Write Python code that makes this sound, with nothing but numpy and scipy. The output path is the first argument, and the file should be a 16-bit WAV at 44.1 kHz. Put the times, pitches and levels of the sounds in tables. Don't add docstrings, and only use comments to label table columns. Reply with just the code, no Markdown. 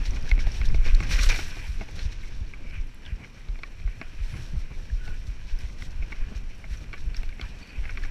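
import sys
import numpy as np
from scipy import signal
from scipy.fft import rfft, irfft
from scipy.io import wavfile
from scipy.ndimage import uniform_filter1d

SR = 44100
rng = np.random.default_rng(int(sys.argv[2]) if len(sys.argv) > 2 else 0)


def transcribe(signal):
    frames = np.atleast_2d(signal).T
    limited = np.clip(frames, -1, 1)
    pcm = np.round(limited * 32767).astype(np.int16)
    wavfile.write(sys.argv[1], SR, pcm)


N = 357210
TIME = np.arange(N) / SR

# start in seconds, peak in dB, final pitch in Hz.
JOLTS = [(0.085, -17.5, 24), (0.319, -9, 30.5), (0.449, -15.5, 29.4), (0.605, -14.5, 39.3),
         (0.684, -16.5, 31), (0.746, -11, 37.8), (0.784, -9, 23.9), (0.891, -15, 26.3), (.927, -9, 27.2),
         (1.143, -10.5, 25.4), (1.208, -16, 32.2), (1.265, -9.5, 23.4), (5.523, -16.5, 24.6),
         (6.211, -23, 24.5), (6.261, -30.5, 54.4), (7.185, -20, 20.8)]
# start in seconds, peak of the middle ring in dB,
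# low ring and high ring in dB relative to it, decay time of the rattle in ms.
KNOCKS = [(0.055, -39, -15, 8, 6.4), (0.135, -38, -9, -8, 2.6), (0.1688, -32, -8, -9, 1.4),
          (0.3139, -19, -13, -6, 1.2), (0.378, -32.5, -2, -11, 1.8), (0.391, -28.5, -12, -10, 3.7),
          (0.4686, -38, 1, 4, 4.3), (0.6147, -24, -16, -10, 1.5), (0.745, -27.5, -1.5, -20, 1.9),
          (0.861, -31, -4, -13, 3.3), (0.878, -35.5, -12, 7, 1.9), (1.0038, -22.5, -5, -11, 1.9),
          (1.0265, -27, -10, -16, 3.3), (1.111, -27, -34, -16, 4.4), (1.2943, -27, -24, -1, 3.7),
          (1.343, -35, -30, 5, 2.6), (1.39, -24, -3, -10, 3), (1.568, -42, 6, 2, 3),
          (1.8098, -31, -0.5, -13, 10), (1.887, -36, -4, -9, 2.3), (1.991, -34.5, -35, 2, 12),
          (2.2675, -50, -27, -9, 2.6), (2.536, -30, -22, -30, 5.6), (2.709, -41, -27, -3, 2.2),
          (3.486, -42, -7, 1, 2.8), (3.5562, -38, -16, -12, 1.5), (3.5897, -42, -1, -6, 5.2),
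          (3.6339, -24.5, -16, -7, 0.28), (3.637, -25.5, -38, -25, 1.2), (3.7988, -44, -8, -1, 2.4),
          (3.876, -35, -9, -20, 3.1), (4.014, -24, -6, -12, 2.9), (4.3394, -35, -12, -19, 2.7),
          (5.078, -36.5, -1.5, -2, 1.5), (5.822, -32, -24, -1, 1.1), (6.024, -38, -7, -20, 4.2),
          (6.1214, -28, -8, -14, 6.3), (6.317, -57, 14, -5, 1.8), (6.641, -33, -10, -26, 5.3),
          (6.841, -43, -8, -19, 1.8), (6.93, -27, -18, -11, 2.9), (6.937, -29, -11, -12, 5.4),
          (6.979, -42, -14, -4, 2.2), (7.1448, -35.5, -36, 0, 5), (7.232, -34, -6, -4, 0.3),
          (7.291, -39.5, -19, -2, 2.8), (7.326, -37, -18, -12, 1.9), (7.396, -30.5, -5, -18, 1.5),
          (7.4126, -31, -17, 4.5, 1.5), (7.425, -44, -19, 3, 3), (7.8383, -44, -15, -10, 2.2),
          (7.853, -28, -14, -17, 4.6), (7.8936, -28.5, -15, -19, 12), (7.9527, -45, -27, -10, 2.2),
          (7.973, -24, -24, -12.5, 5.9), (8.037, -39, -29, -9, 2.4), (8.0493, -31, -10, -22, 4.9)]
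# pitch in Hz, width in Hz, level in dB.
FRAME_LOW = [(300, 150, 0), (470, 150, -2), (660, 60, 0), (870, 90, -4)]
FRAME_MID = [(1130, 55, -6), (1540, 140, -4), (1900, 130, -7), (2230, 135, 3), (2750, 400, -11)]
FRAME_HIGH = [(3400, 400, -3), (4330, 300, 0), (5450, 300, -6), (7300, 500, -13)]
# start in seconds, ping peak in dB, ping pitch in Hz, airy click peak in dB.
PINGS = [(.08, -42, 4300, -46), (0.108, -34, 5750, -48), (0.225, -41, 5030, -48),
         (.314, -17.5, 2100, -44), (0.5183, -33.5, 5440, -48), (.948, -28.5, 4100, -40),
         (.949, -38, 7300, -50), (0.896, -30, 2510, -56), (.917, -43, 2440, -52),
         (.965, -37, 2300, -60), (.633, -39, 2590, -60), (.688, -36, 5200, -52), (.7, -41, 2100, -60),
         (0.951, -34, 5530, -46), (1.002, -50, 3970, -53), (1.008, -42, 7500, -51),
         (1.092, -45, 5600, -44), (1.219, -36, 5600, -40), (1.234, -38, 3200, -42),
         (1.377, -38, 5600, -39), (1.411, -38, 5600, -44), (1.34, -36, 4600, -42),
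         (1.9106, -50, 5600, -51), (1.9644, -48, 3600, -48), (2.217, -44, 3840, -65),
         (2.468, -51, 4330, -65), (2.698, -52, 5170, -56), (2.872, -55, 5600, -54),
         (2.946, -58, 11800, -45), (3.052, -42, 3430, -60), (3.062, -35, 2930, -62),
         (4.015, -36, 1600, -60), (3.637, -45, 1140, -70), (6.126, -28, 2150, -65),
         (7.977, -38.5, 1120, -70), (3.818, -43, 2520, -65), (4.899, -39.5, 1680, -68),
         (5.5884, -40, 5450, -47), (5.822, -36, 2110, -58), (6.379, -47, 5900, -50),
         (6.773, -42, 5860, -56), (7.167, -31, 5360, -49), (7.233, -42, 2700, -47),
         (7.414, -32, 3100, -50), (7.415, -38, 4300, -54), (7.907, -46.5, 5470, -54),
         (8.036, -32.5, 1730, -56)]

# time in seconds, then gravel, grit and spray in dB.
CRUNCH_LEVELS = [(0.0, -48.5, -53, -70), (0.29, -51, -55, -72), (0.9, -49.5, -56.5, -70),
                 (1.15, -49, -52, -70), (1.26, -49, -45, -53), (1.37, -43, -44, -53.5),
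                 (1.56, -47, -51, -63), (1.71, -53.5, -54.5, -62.5), (2.07, -55.5, -60, -88),
                 (2.39, -56.5, -59, -76), (2.8, -59, -65, -75), (3.68, -58.5, -64.5, -74.5),
                 (4.15, -55.5, -61.5, -72.5), (4.4, -53.5, -55.5, -68), (4.65, -57, -61, -75),
                 (6.07, -57, -61.5, -74.5), (6.95, -57.5, -64, -73), (8.1, -52, -59, -71)]
# peak time in seconds, gravel, grit and spray in dB, fall in seconds.
LOOSE_STONES = [(0.056, -46, -46.5, -63, 0.022), (0.16, -44.5, -51.5, -72, 0.026),
                (0.293, -43, -43.5, -68, 0.015), (0.404, -43.5, -43.5, -72, 0.018),
                (0.47, -44, -53, -80, 0.038), (0.556, -46.5, -46, -61, 0.076),
                (0.655, -57, -41, -60, 0.021), (0.747, -56, -45.5, -78, 0.014),
                (0.864, -39.5, -44.5, -64, 0.064), (1.036, -39.5, -44, -64, 0.024),
                (1.107, -47, -41, -51, .03), (1.123, -33.5, -37, -53, 0.072), (1.19, -32, -37, -59, 0.031),
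                (1.233, -29.5, -29.5, -42, 0.018), (1.264, -34, -48, -54, .008),
                (1.293, -30.5, -29, -49, 0.014), (1.298, -26, -35, -53, 0.016),
                (1.317, -28, -34, -52, 0.012), (1.165, -38, -39, -54, 0.013), (1.346, -34, -39, -53, 0.023),
                (1.399, -37, -42, -55, 0.015), (1.644, -42.5, -51, -64, 0.043),
                (1.808, -59, -66, -80, 0.014), (1.984, -48.5, -50.5, -66.5, 0.14),
                (2.23, -64, -58, -69, 0.073), (2.124, -48.5, -58, -75, 0.017),
                (2.734, -46.5, -66, -80, 0.057), (3.066, -49, -59, -78, 0.083),
                (3.241, -49, -59, -75, 0.027), (3.377, -57, -66, -81, 0.044), (3.893, -56, -68, -84, 0.044),
                (4.027, -49, -74, -77, 0.026), (4.24, -55, -57, -70, 0.13), (4.304, -55, -55, -66, .08),
                (4.367, -48.5, -52, -67, 0.039), (4.594, -55, -61, -66, 0.033),
                (4.723, -65, -64, -76, 0.026), (4.776, -72, -60, -71, 0.099),
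                (5.058, -52, -55.5, -67, 0.11), (5.273, -59, -58, -66, 0.037),
                (5.486, -55, -59, -78, 0.046), (5.603, -50, -53, -66, 0.051),
                (5.813, -52, -49.5, -63, 0.058), (6.125, -52.5, -61, -82, 0.24),
                (6.352, -51.5, -57.5, -78, 0.046), (6.552, -68, -60, -69, 0.023),
                (6.714, -51.5, -55, -64.5, 0.082), (6.938, -43, -75, -92, 0.016),
                (6.987, -65, -58.5, -73, 0.062), (7.166, -47.5, -53.5, -72, 0.035),
                (7.432, -49, -57, -76, 0.037), (7.846, -51, -72, -77, 0.048),
                (8.033, -55, -47, -67, 0.0082)]
# pitch in Hz, width in Hz, level in dB.
HOUSING_HOLLOW = [(490, 230, -8.5), (970, 157, -6), (1150, 356, -7.5)]
HOUSING_SHELL = [(1462, 290, -2), (1624, 543, 1.5), (1970, 200, 1.5), (2393, 290, 0), (3080, 450, -8.5)]
HOUSING_BRIGHT = [(3600, 960, 11.5), (4390, 620, 13), (5600, 560, 13.5), (7100, 1500, -10)]
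HOUSING_AIRY = [(7500, 410, 9), (9860, 1160, 5), (11840, 2000, 3), (14600, 2400, -3)]
# start and length in seconds, pitch and width in Hz, level in dB.
RUBS = [(0.265, 0.024, 1680, 250, -46), (0.634, 0.028, 1650, 250, -46), (1.173, 0.037, 2270, 500, -42),
        (1.29, 0.034, 2360, 450, -29.5), (1.294, 0.035, 1630, 400, -34), (4.323, 0.063, 2300, 300, -51),
        (4.96, 0.25, 1477, 80, -56.5), (2.226, 0.033, 2210, 500, -51), (2.262, .05, 2230, 500, -52),
        (2.618, 0.12, 2330, 500, -53), (2.703, 0.11, 2350, 400, -50), (3.044, .05, 2300, 500, -67),
        (3.182, 0.082, 2230, 400, -52.5), (3.644, 0.027, 1850, 80, -55), (3.878, 0.079, 2280, 200, -57),
        (4.021, 0.06, 1446, 90, -55.5), (4.292, 0.11, 10300, 600, -65), (4.689, 0.077, 2280, 500, -53.5),
        (5.01, 0.11, 1490, 60, -57), (6.011, 0.047, 2420, 500, -49), (6.691, .07, 2300, 500, -68),
        (6.947, 0.051, 1745, 79, -53), (7.412, 0.039, 1250, 500, -47.5), (7.577, 0.2, 4500, 400, -59.5),
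        (7.481, 0.23, 2450, 250, -57.5), (7.69, 0.099, 2480, 250, -51)]

# time in seconds, peak in dB.
HEARTBEATS = [(1.671, -21.5), (2.035, -22), (2.394, -23), (2.759, -24.5), (3.105, -20.5), (3.47, -21.5),
              (3.831, -17.5), (4.187, -20.5), (4.543, -23), (4.908, -18), (5.26, -24), (5.616, -25.5),
              (5.978, -21.5), (6.337, -24.5), (6.692, -23), (7.049, -20.5), (7.408, -25), (7.764, -22)]
# time in seconds, then rumble, strap flutter and buffeting in dB.
SHAKE_LEVELS = [(0.0, -16.5, -52, -48), (0.18, -24, -40, -50.5), (0.45, -24.5, -47, -49),
                (0.86, -20, -46, -50), (1.2, -21.5, -48, -45), (1.4, -28.5, -41, -54),
                (1.71, -32, -44.5, -57.5), (2.71, -30.5, -47, -53), (2.95, -35, -48.5, -54.5),
                (3.31, -40.5, -50.5, -57), (4.15, -33.5, -55, -56), (4.42, -34.5, -48, -54.5),
                (4.85, -31.5, -46, -53.5), (5.37, -33, -50.5, -56.5), (5.68, -26, -51, -55),
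                (5.96, -31, -44, -54), (6.18, -29, -49.5, -52), (6.56, -32, -47, -57),
                (6.88, -33, -48, -53.5), (7.11, -29, -48, -55.5), (7.45, -36, -51, -55),
                (8.1, -26.5, -50, -54.5)]
# peak time in seconds, flutter and buffeting in dB, fall in seconds.
STRAP_FLAPS = [(.06, -45, -60, .03), (0.125, -55, -43.5, 0.041), (0.24, -31.5, -42, 0.015),
               (0.378, -29.5, -47, 0.044), (0.469, -26, -41, 0.015), (0.702, -24.5, -44, 0.04),
               (0.869, -48, -41, 0.028), (1.017, -26.5, -44.5, 0.048), (1.097, -30.5, -59, 0.11),
               (1.314, -36, -42.5, 0.075), (1.563, -52, -45, 0.027), (1.81, -41, -44, 0.026),
               (1.957, -38, -48, 0.076), (3.213, -39, -48.5, 0.078), (3.975, -39, -70, 0.036),
               (4.346, -28.5, -45.5, 0.056), (4.536, -30.5, -50, 0.025), (4.712, -36, -49, 0.018),
               (5.088, -32, -54, 0.015), (5.82, -37, -47, 0.037), (6.125, -52, -47, 0.026),
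               (6.271, -37, -60, .015), (6.32, -50, -46.5, 0.012), (6.75, -55, -54.5, .04),
               (6.82, -35, -48, 0.023), (7.205, -56, -53, 0.025), (7.42, -38.5, -50, 0.11),
               (7.605, -41, -51, 0.033), (7.868, -44, -62, 0.097)]
# frequency in Hz, relative spectral density in dB.
RUMBLE_SPECTRUM = [(5.9, -9.5), (10, 6.5), (22, 6.5), (35, -0.5), (84, -17.5), (150, -27), (200, -45),
                   (330, -120)]
FLUTTER_SPECTRUM = [(50, 0.5), (80, 4), (130, -2), (200, -12), (320, -82)]
BUFFET_SPECTRUM = [(88, -43), (150, -2), (226, 0), (728, -16.5), (1400, -20), (1820, -52), (3080, -120)]


def body_jolts():
    out = np.zeros(N)
    for start, db, hz in JOLTS:
        swing = thump(1.3 * hz, hz, glide_s=.012, rise_s=.012, fall_s=.022)
        add(out, start, undb(db) * swing)
    return out


def frame_knocks():
    out, t = np.zeros(N), TIME[:SR // 12]
    rattles = rng.standard_normal((len(KNOCKS), len(t)))
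    tunings = 1 + .02 * rng.standard_normal(len(KNOCKS))
    for (start, db, low_db, high_db, decay_ms), rattle, tuning in zip(KNOCKS, rattles, tunings):
        blow = (rattle + 9 * (t == 0)) * np.exp(-t * 1000 / max(decay_ms, .3))
        dull = signal.lfilter(np.hanning(10), 1, blow)
        crisp = signal.lfilter(np.diff(np.hanning(11)), 1, blow)
        parts = (dull, FRAME_LOW, low_db), (dull, FRAME_MID, 0), (crisp, FRAME_HIGH, high_db)
        for push, modes, part_db in parts:
            part = ring(push, [(hz * tuning, width, level) for hz, width, level in modes])
            add(out, start, undb(db + part_db) * part / np.abs(part).max())
    return out


def pings():
    out, t = np.zeros(N), TIME[:SR // 40]
    noises = rng.standard_normal((len(PINGS), len(t)))
    for (start, ping_db, hz, click_db), noise in zip(PINGS, noises):
        blow = (noise + 4 * (t == 0)) * np.exp(-t / .0015)
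        mode = [(hz, 90 + hz / 11, 0)]
        ping = ring(ring(blow, mode), mode)
        click = ring(np.diff(blow, prepend=0), HOUSING_AIRY)
        for part, db in ((ping, ping_db), (click, click_db)):
            add(out, start, undb(db) * part / np.abs(part).max())
    return out


def tyre_crunch():
    times, *peaks_db, falls = np.transpose(LOOSE_STONES)
    gains = [swells(steady, times, peak, falls) for steady, peak in zip(curves(CRUNCH_LEVELS), peaks_db)]
    gravel = cracking_stones(per_s=1600, spread_db=5, hiss=1.16, patchy_db=.98)
    grit = cracking_stones(per_s=2000, spread_db=4.5, hiss=1.2, patchy_db=2.3) + .4 * gravel
    spray = cracking_stones(per_s=900, spread_db=4, hiss=1.5, patchy_db=1) + .6 * grit
    muddy_spray = unit(spray) + undb(-8) * mud_spatter()
    muddy_grit = unit(grit) + undb(-7.5) * mud_spatter()
    shell = unit(ring(gravel, HOUSING_SHELL, flicker_db=.8))
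    hollow = undb(-8.5) * unit(ring(gravel, HOUSING_HOLLOW, flicker_db=2))
    bright = unit(ring(muddy_grit, HOUSING_BRIGHT, flicker_db=-.2))
    airy = unit(ring(muddy_spray, HOUSING_AIRY))
    return sum(gain * layer for gain, layer in zip(gains, (shell + hollow, bright, airy)))


def cracking_stones(per_s, spread_db, hiss, patchy_db):
    hits = rng.random(N) < per_s / SR
    size = np.minimum(rng.exponential(size=N), 3.8)
    polarity = np.sign(rng.standard_normal(N))
    cracks = unit(hits * undb(spread_db * size) * polarity)
    return (cracks + hiss * rng.standard_normal(N)) * undb(patchy_db * wander(45))


def mud_spatter(per_s=76, tail_s=.0079):
    drops = (rng.random(N) < per_s / SR) * rng.exponential(size=N)
    tails = signal.lfilter([1], [1, -np.exp(-1 / (tail_s * SR))], drops)
    return unit(tails * rng.standard_normal(N))


def wheel_rubs():
    out = np.zeros(N)
    noises = rng.standard_normal((len(RUBS), SR // 4))
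    stutter = undb(3 * wander(90))
    for (start, length_s, hz, width, db), noise in zip(RUBS, noises):
        band = [(hz, width, 0)]
        scrape = unit(ring(ring(noise, band), band))[:int(length_s * SR)]
        add(out, start, undb(db) * scrape * np.sqrt(np.hanning(len(scrape))))
    return out * stutter


def heartbeat(lag_s=.0172):
    out = np.zeros(N)
    variations = 1 + .18 * rng.standard_normal((len(HEARTBEATS), 3))
    for (start, db), (high, low, fall) in zip(HEARTBEATS, variations):
        beat = thump(72 * high, 31 * low, glide_s=.018, rise_s=.008, fall_s=.024 * fall)
        add(out, start + lag_s, undb(db) * beat)
    return out


def housing_shake():
    rumble_db, flutter_db, buffet_db = curves(SHAKE_LEVELS)
    flap_s, flap_db, puff_db, flap_falls = np.transpose(STRAP_FLAPS)
    beat_s, beat_db = np.transpose(HEARTBEATS)
    times = np.r_[flap_s, beat_s + .005]
    peaks_db = np.r_[flap_db, beat_db - 23.5]
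    falls = np.r_[flap_falls, np.full(len(beat_s), .1)]
    gust = wander(12)
    rumble = unit(coloured(RUMBLE_SPECTRUM) * undb(3 * gust))
    flutter = unit(coloured(FLUTTER_SPECTRUM) * undb(1.1 * gust + 1.4 * wander(22)))
    flutter += undb(-7) * strap_nudges()
    buffet = unit(coloured(BUFFET_SPECTRUM) * undb(1.9 * wander(30)))
    return (undb(rumble_db) * rumble
            + swells(flutter_db, times, peaks_db, falls) * flutter
            + swells(buffet_db, flap_s, puff_db, flap_falls) * buffet)


def strap_nudges(per_s=22):
    pushes = (rng.random(N) < per_s / SR) * rng.standard_normal(N)
    bump = thump(95, 47.5, glide_s=.011, rise_s=.0026, fall_s=.019)
    return unit(signal.fftconvolve(pushes, bump)[:N])


def steady_hiss():
    hiss = rng.standard_normal(N)
    bands = (HOUSING_HOLLOW, -66), (HOUSING_SHELL, -65.5), (HOUSING_BRIGHT, -68), (HOUSING_AIRY, -90)
    return sum(undb(db) * unit(ring(hiss, modes)) for modes, db in bands)


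def thump(start_hz, end_hz, glide_s, rise_s, fall_s):
    t = TIME[:SR // 4]
    turns = end_hz * t + (start_hz - end_hz) * glide_s * (1 - np.exp(-t / glide_s))
    wave = -np.sin(2 * np.pi * turns) * (1 - np.exp(-t / rise_s)) * np.exp(-t / fall_s)
    return wave / np.abs(wave).max()


def ring(x, modes, flicker_db=0):
    out = 0
    for k, (hz, width, db) in enumerate(modes):
        flicker = flicker_db * wander(18) if flicker_db else 0
        resonance = signal.lfilter(*signal.iirpeak(hz, hz / width, SR), x)
        out += (-1) ** k * undb(db + flicker) * resonance
    return out


def swells(steady_db, times, peaks_db, falls, rise_share=.36):
    power = undb(steady_db) ** 2
    for peak_s, db, fall_s in zip(times, peaks_db, falls):
        late = (TIME[::64] - peak_s) / max(fall_s, .005)
        shape = np.exp(-2 * np.maximum(late, -late / rise_share))
        power += np.repeat(undb(db) ** 2 * shape, 64)[:N]
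    return np.sqrt(power)


def coloured(spectrum):
    hz, db = np.transpose(spectrum)
    bin_hz = np.arange(N // 2 + 1) * SR / N + 1e-3
    gain = undb(np.interp(np.log(bin_hz), np.log(hz), db))
    return unit(irfft(rfft(rng.standard_normal(N)) * gain, N))


def wander(per_s):
    hold = int(SR / per_s)
    steps = np.repeat(rng.standard_normal(N // hold + 1), hold)
    return unit(uniform_filter1d(steps, hold)[:N])


def curves(table):
    times, *columns = np.transpose(table)
    return [np.interp(TIME, times, column) for column in columns]


def add(out, start_s, piece):
    i = max(int(start_s * SR), 0)
    out[i:i + len(piece)] += piece[:N - i]


def undb(db):
    return 10 ** (np.asarray(db) / 20)


def unit(x):
    return x / np.sqrt(np.mean(x ** 2))


def scene():
    clatter = frame_knocks() + pings() + wheel_rubs()
    rumble = housing_shake() + heartbeat() + body_jolts()
    crunch_and_hiss = steady_hiss() + tyre_crunch()
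    return (clatter + rumble + crunch_and_hiss)[None]


def record(dry, housing_hz=12800, top_hz=15300):
    dulled = signal.sosfilt(signal.butter(3, housing_hz, fs=SR, output="sos"), dry)
    return signal.sosfilt(signal.ellip(10, .2, 70, top_hz, fs=SR, output="sos"), dulled)


dry = scene()
out = record(dry)
transcribe(out)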